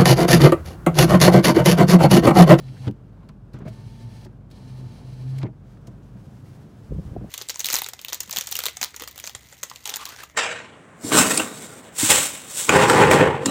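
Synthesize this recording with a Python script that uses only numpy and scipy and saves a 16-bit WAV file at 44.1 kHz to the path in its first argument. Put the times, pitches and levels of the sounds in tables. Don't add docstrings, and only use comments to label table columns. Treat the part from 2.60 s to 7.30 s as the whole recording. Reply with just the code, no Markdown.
import sys
import numpy as np
from scipy import signal
from scipy.fft import rfft, irfft
from scipy.io import wavfile
from scipy.ndimage import uniform_filter1d

SR = 44100
rng = np.random.default_rng(int(sys.argv[2]) if len(sys.argv) > 2 else 0)


def master_out(mix):
    frames = np.transpose(np.atleast_2d(mix))
    ceiling = np.clip(frames, -1, 1)
    pcm = np.round(ceiling * 32767).astype(np.int16)
    wavfile.write(sys.argv[1], SR, pcm)


def invert_db(level):
    return 10 ** (np.asarray(level, dtype=float) / 20)


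N = 207132
T = np.arange(N) / SR


def colour(x, db_of_hz):
    f = np.fft.rfftfreq(len(x), 1 / SR) + 1
    y = irfft(rfft(x) * invert_db(db_of_hz(f)), len(x))
    return y / y.std()


def lifts(f, modes):
    return sum(db / (1 + (2 * (f - hz) / width) ** 2) for hz, width, db in modes)


def noise(shape, db):
    hz, gain = np.transpose(shape)
    return invert_db(db) * colour(rng.standard_normal(N), lambda f: np.interp(np.log(f), np.log(hz), gain))


def band(x, lo_hz, hi_hz):
    return signal.sosfilt(signal.butter(2, [lo_hz, min(hi_hz, .45 * SR)], "band", fs=SR, output="sos"), x)


def walk(rate):
    k = int(SR / rate)
    steps = np.repeat(rng.standard_normal(N // k + 1), k)
    return 1.293 * uniform_filter1d(uniform_filter1d(steps, k), k)[:N]


def curves(rows, fade=0.014):
    s, *columns = np.transpose(rows)
    gate = np.clip(np.minimum(T - s[0] + fade, s[-1] + fade - T) / fade, 0, 1)
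    return [gate] + [np.interp(T, s, c) for c in columns]


def tone(hz, db):
    return np.sqrt(2) * invert_db(db) * np.sin(2 * np.pi * (np.cumsum(hz) / SR + rng.random()))


def add(out, s, x, db):
    i = int(s * SR)
    out[i:i + len(x)] += (x * invert_db(db) / np.abs(x).max())[:N - i]


def clicks(events, slope_db, rise_s, rise_share, top_hz):
    out, t = np.zeros(N), T[:SR // 8]
    for s, db, hz, t60 in events:
        def tint(f):
            slope = slope_db * np.log2(f / hz)
            low_cut = -24 * np.log2(1 + 700 / f) ** 2
            high_cut = -6 * np.log2(1 + (f / top_hz) ** 4)
            return slope + low_cut + high_cut + lifts(f, [(hz, 0.35 * hz, 8)])

        burst = colour(rng.standard_normal(len(t)), tint)
        rise = max(rise_s + rise_share * t60, .0005)
        decay = invert_db(-60 * np.maximum(t - rise, 0) / np.clip(t60, .01, .25))
        add(out, s - .5 * rise, burst * np.minimum(t / rise, 1) ** 2 * decay, db)
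    return out


def blows(events, body, scatter_db, rise_s):
    out, t = np.zeros(N), T[:SR // 3]
    f, mode_db = np.transpose(body)
    for s, db, hz, tilt_db, t60 in events:
        chance = rng.standard_normal((3, len(f)))
        gain = invert_db(mode_db + tilt_db * np.log2(f / 200) + scatter_db * chance[0]) * np.sign(chance[2])
        t60 = np.clip(t60, .02, .17)
        ring = t60 * (200 / f) ** .5
        mode_hz = f * (1 + 0.043 * chance[1])
        x = (gain * invert_db(-60 * t[:, None] / ring) * np.sin(2 * np.pi * mode_hz * t[:, None])).sum(axis=1)
        x = x + 1.75 * invert_db(-60 * t / t60) * np.sin(2 * np.pi * hz * t)
        add(out, s - .001, x * (1 - np.exp(-(t / rise_s) ** 2)), db)
    return out


def idle():
    # hz, level_db (per Hz)
    cabin = [(15, -57.5), (25, -15.5), (53, -8.5), (75, -8.5), (113, 1), (156, -4.5), (194, -5),
             (267, -14.5), (298, -10.5), (332, -16.5), (369, -16.5), (446, -19.5), (1620, -34), (1810, -40),
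             (15600, -62)]
    # multiple of the firing rate, level_db (re firing line)
    orders = [(2, -2.5), (2.5, -2.5), (3, -5), (4, -7.5), (5, -14)]
    # start_s, level_db
    rumble = [
        (0, -45),
        (1.2, -45.5),
        (1.78, -46.5),
        (2.3, -43),
        (2.95, -46.5),
        (4.2, -43.5),
        (4.7, -39),
    ]
    firing_hz, line_db, order_db = 49.96, -50, -50.5
    turn_s, turn_takes_s, shadow_db = 3.57, .2, -24
    line_db = line_db + shadow_db * np.clip((T - turn_s) / turn_takes_s, 0, 1)
    hz = firing_hz * (1 + 0.00384 * walk(2.89))
    line = tone(hz, line_db + .7 * walk(6))
    upper = sum(tone(k * hz, db + order_db + 1.7 * walk(15)) for k, db in orders)
    throb = 1 + 0.05 * np.sin(np.pi * np.cumsum(hz) / SR)
    rumble_db = curves(rumble)[1]
    return line + upper + throb * noise(cabin, rumble_db + .9 * walk(12))


def felt_on_glass():
    # hz, level_db (per Hz)
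    slide = [(710, -48), (1200, -35), (1800, 1.5), (1940, -9), (2190, -1), (2800, -1), (3090, -1),
             (3620, 1), (3950, 3.5), (4350, -2), (6610, -9), (7050, -10), (9830, -11.5), (10700, -16.5),
             (15600, -20.5)]
    # hz, width_hz, lift_db
    pane = [(2130, 47, 2), (2660, 55, -14), (2960, 110, -1), (3420, 64, 6), (3705, 450, -8.5),
            (4020, 60, -6), (4500, 250, 2.5), (4800, 140, 2.5), (5650, 76, 4.5), (6620, 90, 7.5),
            (6830, 180, -3), (7160, 110, -10), (8400, 170, -2), (10100, 180, 3.5), (10400, 200, -2),
            (11300, 300, 4)]
    streak_db, patchy_db = -25, 4.5
    felt = colour(noise(slide, 0), lambda f: lifts(f, pane))
    other = colour(noise(slide, 0), lambda f: lifts(1.045 * f, pane))
    turn = np.pi / 4 * (1 + 1.1 * walk(6))
    felt = invert_db(1.3 * walk(40)) * (np.cos(turn) * felt + np.sin(turn) * other)
    for hz, _, _ in pane:
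        streak = band(rng.standard_normal(N), hz - 30, hz + 30)
        level_db = streak_db - 10 * max(np.log2(hz / 4500), 0) + patchy_db * walk(7)
        felt = felt + invert_db(level_db) * streak / streak.std()
    return felt


def drive(start, stop, hz, db, grind_db, strain_db):
    sag_hz_per_s, spin_up_s, spin_up_db, fade_db_per_s2 = 28, 0.17, -10, 15
    hiss_db, bite_db, bite_s = -62.5, -4, 0.016
    lurch_db, lurch_s, strain_s = 4, 0.023, 0.1
    since, left = np.maximum(T - start, 0), np.maximum(stop - T, 0)
    on, = curves([(start,), (stop,)], 0.0046)
    strain_db = strain_db * np.exp(-left / strain_s)
    db = db + spin_up_db * np.exp(-(since / spin_up_s) ** 2) - fade_db_per_s2 * since ** 2
    hiss_db = hiss_db + bite_db * np.exp(-since / bite_s) + 0.36 * strain_db
    grind_db = grind_db + lurch_db * np.exp(-since / lurch_s) + strain_db
    return on, hz - sag_hz_per_s * since, db, hiss_db, grind_db


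def motor():
    # start_s, pitch_hz, level_db
    runs = [
        [(0.0, 138.7, -40), (0.072, 129, -34.5), (0.138, 131.7, -38), (0.158, 132, -59), (0.19, 129.6, -36),
         (0.27, 126.3, -32.5)],
        [(1.1, 109.8, -38.5), (1.206, 112.4, -49), (1.27, 114, -34.5), (1.288, 110.3, -52), (1.32, 114.7, -38),
         (1.39, 116.5, -50), (1.456, 117.9, -32.5), (1.49, 114.9, -44.5), (1.634, 111.2, -46)],
        [(1.93, 126.6, -43), (2.02, 127.3, -44), (2.252, 126.7, -34.5), (2.316, 118.7, -44.5),
         (2.346, 114.4, -55), (2.412, 126.1, -40), (2.616, 126.4, -34), (2.692, 131.2, -27),
         (2.83, 132.8, -27.5)],
    ]
    # start_s, stop_s, whine_hz, whine_db, grind_db
    gearing = [
        (-.3, 0.287, 910, -73, -56.5),
        (1.054, 1.647, 902, -61, -54),
        (1.916, 2.816, 897.5, -62.5, -54.5),
    ]
    strain = [16, 0.5, 9.5]
    overtone_db, octave_db = -55.5, -74.5
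    out = np.zeros(N)
    felt = felt_on_glass()
    gears = 2.96 * band(rng.standard_normal(N), 120, 776) * invert_db(2.0 * walk(29.7))
    for run, whine, strain_db in zip(runs, gearing, strain):
        gate, hum_hz, hum_db = curves(run, 0.057)
        hum_hz = hum_hz * (1 + 0.0061 * walk(11.9))
        hum = tone(hum_hz, hum_db) + tone(2 * hum_hz, overtone_db + 3.5 * walk(25))
        on, hz, db, hiss_db, grind_db = drive(*whine, strain_db)
        hz = hz * (1 + .003 * walk(14))
        upper_db = octave_db + .4 * (db - whine[3]) + 2.5 * walk(20)
        whining = tone(hz, db + 1.2 * walk(20)) + tone(2 * hz, upper_db)
        out += gate * hum + on * (whining + invert_db(hiss_db + 1.5) * felt + invert_db(grind_db) * gears)
    return out


def latch_cracks():
    # start_s, peak_db, ring_hz, t60_s
    cracks = [(0.083, -45.5, 2350, 0.04), (0.167, -44.5, 1690, 0.086), (.268, -36.5, 3500, 0.066),
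              (.278, -28.5, 2950, 0.0253), (.284, -46, 1584, 0.085), (0.690, -42.5, 1400, 0.049),
              (0.938, -42.5, 1410, 0.26), (0.963, -55, 1200, 0.11), (1.664, -47, 1800, 0.051),
              (2.812, -44, 4500, 0.081), (2.816, -40, 2400, 0.08), (2.829, -29.5, 3980, .028),
              (3.171, -49.5, 1390, .03), (.245, -45, 3000, .12)]
    return clicks(cracks, slope_db=-10.5, rise_s=.0016, rise_share=.03, top_hz=9000)


def pane_knocks():
    # start_s, peak_db, main_hz, t60_s
    knocks = [(.272, -16, 140.5, 0.088), (.277, -18, 197, 0.14), (.283, -22, 292, 0.12),
              (0.289, -26.5, 101, 0.2), (.697, -33, 157.5, 0.15), (0.941, -27.5, 127, 0.19),
              (0.951, -35, 246, 0.17), (.985, -33, 241, .15), (1.004, -32, 401, 0.095),
              (1.020, -27, 147, 0.22), (1.055, -25.5, 126, 0.065), (1.063, -24.5, 215, 0.053),
              (1.063, -27, 643, 0.052), (1.076, -26, 643, .1), (1.657, -33, 360, 0.14),
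              (1.926, -35, 79.4, 0.19), (2.832, -19.5, 200, 0.084), (2.842, -21, 340, 0.058),
              (2.855, -22, 164, 0.096), (2.868, -38.5, 334, 0.21), (2.885, -32, 123, 0.2),
              (3.276, -32.5, 152, 0.25), (3.554, -36.5, 186, 0.12), (3.676, -38, 123, 0.067)]
    # hz, level_db
    panel = [(98, -7.5), (130, 3.5), (162, -3), (207, 3), (250, -19.5), (285, -2), (330, -0.5), (395, -6.5),
             (470, -8.5), (560, -6), (630, -4.5), (800, -6.5), (980, -8), (1180, -17), (1450, -16)]
    tilted = [(s, db, hz, -2 + 1.5 * np.log2(hz / 200), t60) for s, db, hz, t60 in knocks]
    return blows(tilted, panel, scatter_db=3.0, rise_s=0.0018)


def switch_ticks():
    # start_s, peak_db, ring_hz, t60_s
    ticks = [(0.311, -43, 3300, 0.013), (0.688, -45, 4500, .03), (.932, -47, 4500, .075),
             (.986, -53, 6500, 0.042), (1.079, -44, 4420, 0.073), (1.646, -43, 5340, .06),
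             (1.900, -53, 1746, 0.078), (1.911, -44.5, 4500, 0.05), (3.270, -42, 6700, 0.05),
             (3.424, -60.5, 6500, .18)]
    return clicks(ticks, slope_db=-5, rise_s=0.00026, rise_share=.09, top_hz=22000)


def pane_clatter():
    # start_s, peak_db, ring_hz, t60_s
    clatter = [(0.615, -49.5, 1000, .04), (3.553, -52, 800, 0.065), (.950, -50, 1450, 0.071),
               (0.999, -45.5, 1500, .08), (1.008, -50, 1000, 0.11), (1.019, -56, 1510, 0.08),
               (1.035, -52, 1190, 0.075), (1.055, -44, 2040, .033), (1.060, -40.5, 2070, 0.048),
               (2.833, -50, 2340, 0.021), (2.848, -42, 2210, .055)]
    return clicks(clatter, slope_db=-15, rise_s=0.04, rise_share=.015, top_hz=9000)


def frame_scuff():
    scuff = (2.783, -36, 2200, 0.01)  # start_s, peak_db, ring_hz, t60_s
    return clicks([scuff], slope_db=-2.5, rise_s=.011, rise_share=0, top_hz=11500)


def sleeve_rustle():
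    # hz, level_db (per Hz)
    cloth = [(1060, -3), (1800, -1.5), (2450, -5.5), (2990, -4.5), (3710, -7), (5520, -7.5), (7040, -10),
             (15200, -17.5), (15600, -13)]
    # middle_s, half_length_s, level_db, sizzle_db
    strokes = [(3.118, 0.045, -65.5, -2), (3.0, 0.064, -81, -2), (3.266, .1, -72.5, -2),
               (3.458, .08, -73.5, 1), (3.685, 0.14, -66, 0), (3.91, 0.11, -63.5, 0.5),
               (4.119, 0.15, -68.5, -1), (4.34, 0.11, -64, 0), (4.49, 0.064, -62, 0), (4.7, 0.06, -64.5, 3)]
    s, half, db, sizzle_db = np.transpose(strokes)
    level = np.sqrt((invert_db(db) ** 2 * np.exp(-((T[:, None] - s) / half) ** 2)).sum(axis=1))
    swish = level * noise(cloth, 1.0 + 1.2 * walk(60))
    top = band(swish, 7100, 19000)
    return swish + (invert_db(np.interp(T, s, sizzle_db)) - 1) * top


def finger_taps():
    # start_s, peak_db, main_hz, brightness_db (per octave)
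    taps = [(4.290, -30, 117, -5), (4.307, -21, 185, -5), (4.319, -16.5, 205, -3), (4.328, -24.5, 80, -16),
            (4.348, -24, 161, -6), (4.361, -23.5, 109, -9), (4.380, -20, 202, -8), (4.385, -21, 160, 0.5),
            (4.394, -26.5, 185, -3), (4.45, -27.5, 299, -8), (4.461, -24, 109, -14), (4.49, -54, 121, -21),
            (4.513, -24, 240, -9), (4.532, -34, 267, 4), (4.554, -28.5, 383, -2), (4.564, -21.5, 368, 9),
            (4.572, -22.5, 171, -10), (4.587, -32, 101, -14), (4.610, -32, 192, 2), (4.617, -24, 177, -4.5),
            (4.643, -26, 217, 2), (4.672, -36, 197, -5)]
    # hz, level_db
    hand = [(50, -13), (75, -4), (130, 4), (190, 6.5), (265, 1.5), (390, 0.5), (520, -2), (680, -13),
            (900, -27)]
    t60_s, damping = 0.05, .35
    damped = [(s, db, hz, tilt_db, t60_s * (200 / hz) ** damping) for s, db, hz, tilt_db in taps]
    return blows(damped, hand, scatter_db=3.5, rise_s=0.0022)


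def scene():
    running = idle() + motor()
    window = latch_cracks() + pane_knocks() + switch_ticks() + pane_clatter() + frame_scuff()
    handling = sleeve_rustle() + finger_taps()
    return (running + window + handling)[None]


def top_cut(x):
    return signal.sosfilt(signal.butter(12, 15750, fs=SR, output="sos"), x)


def record(dry):
    x = signal.sosfilt(signal.butter(3, 34, "high", fs=SR, output="sos"), dry)
    x = signal.sosfilt(signal.ellip(8, .2, 60, 15750, fs=SR, output="sos"), x)
    return top_cut(x)


dry = scene()
out = record(dry)
master_out(out)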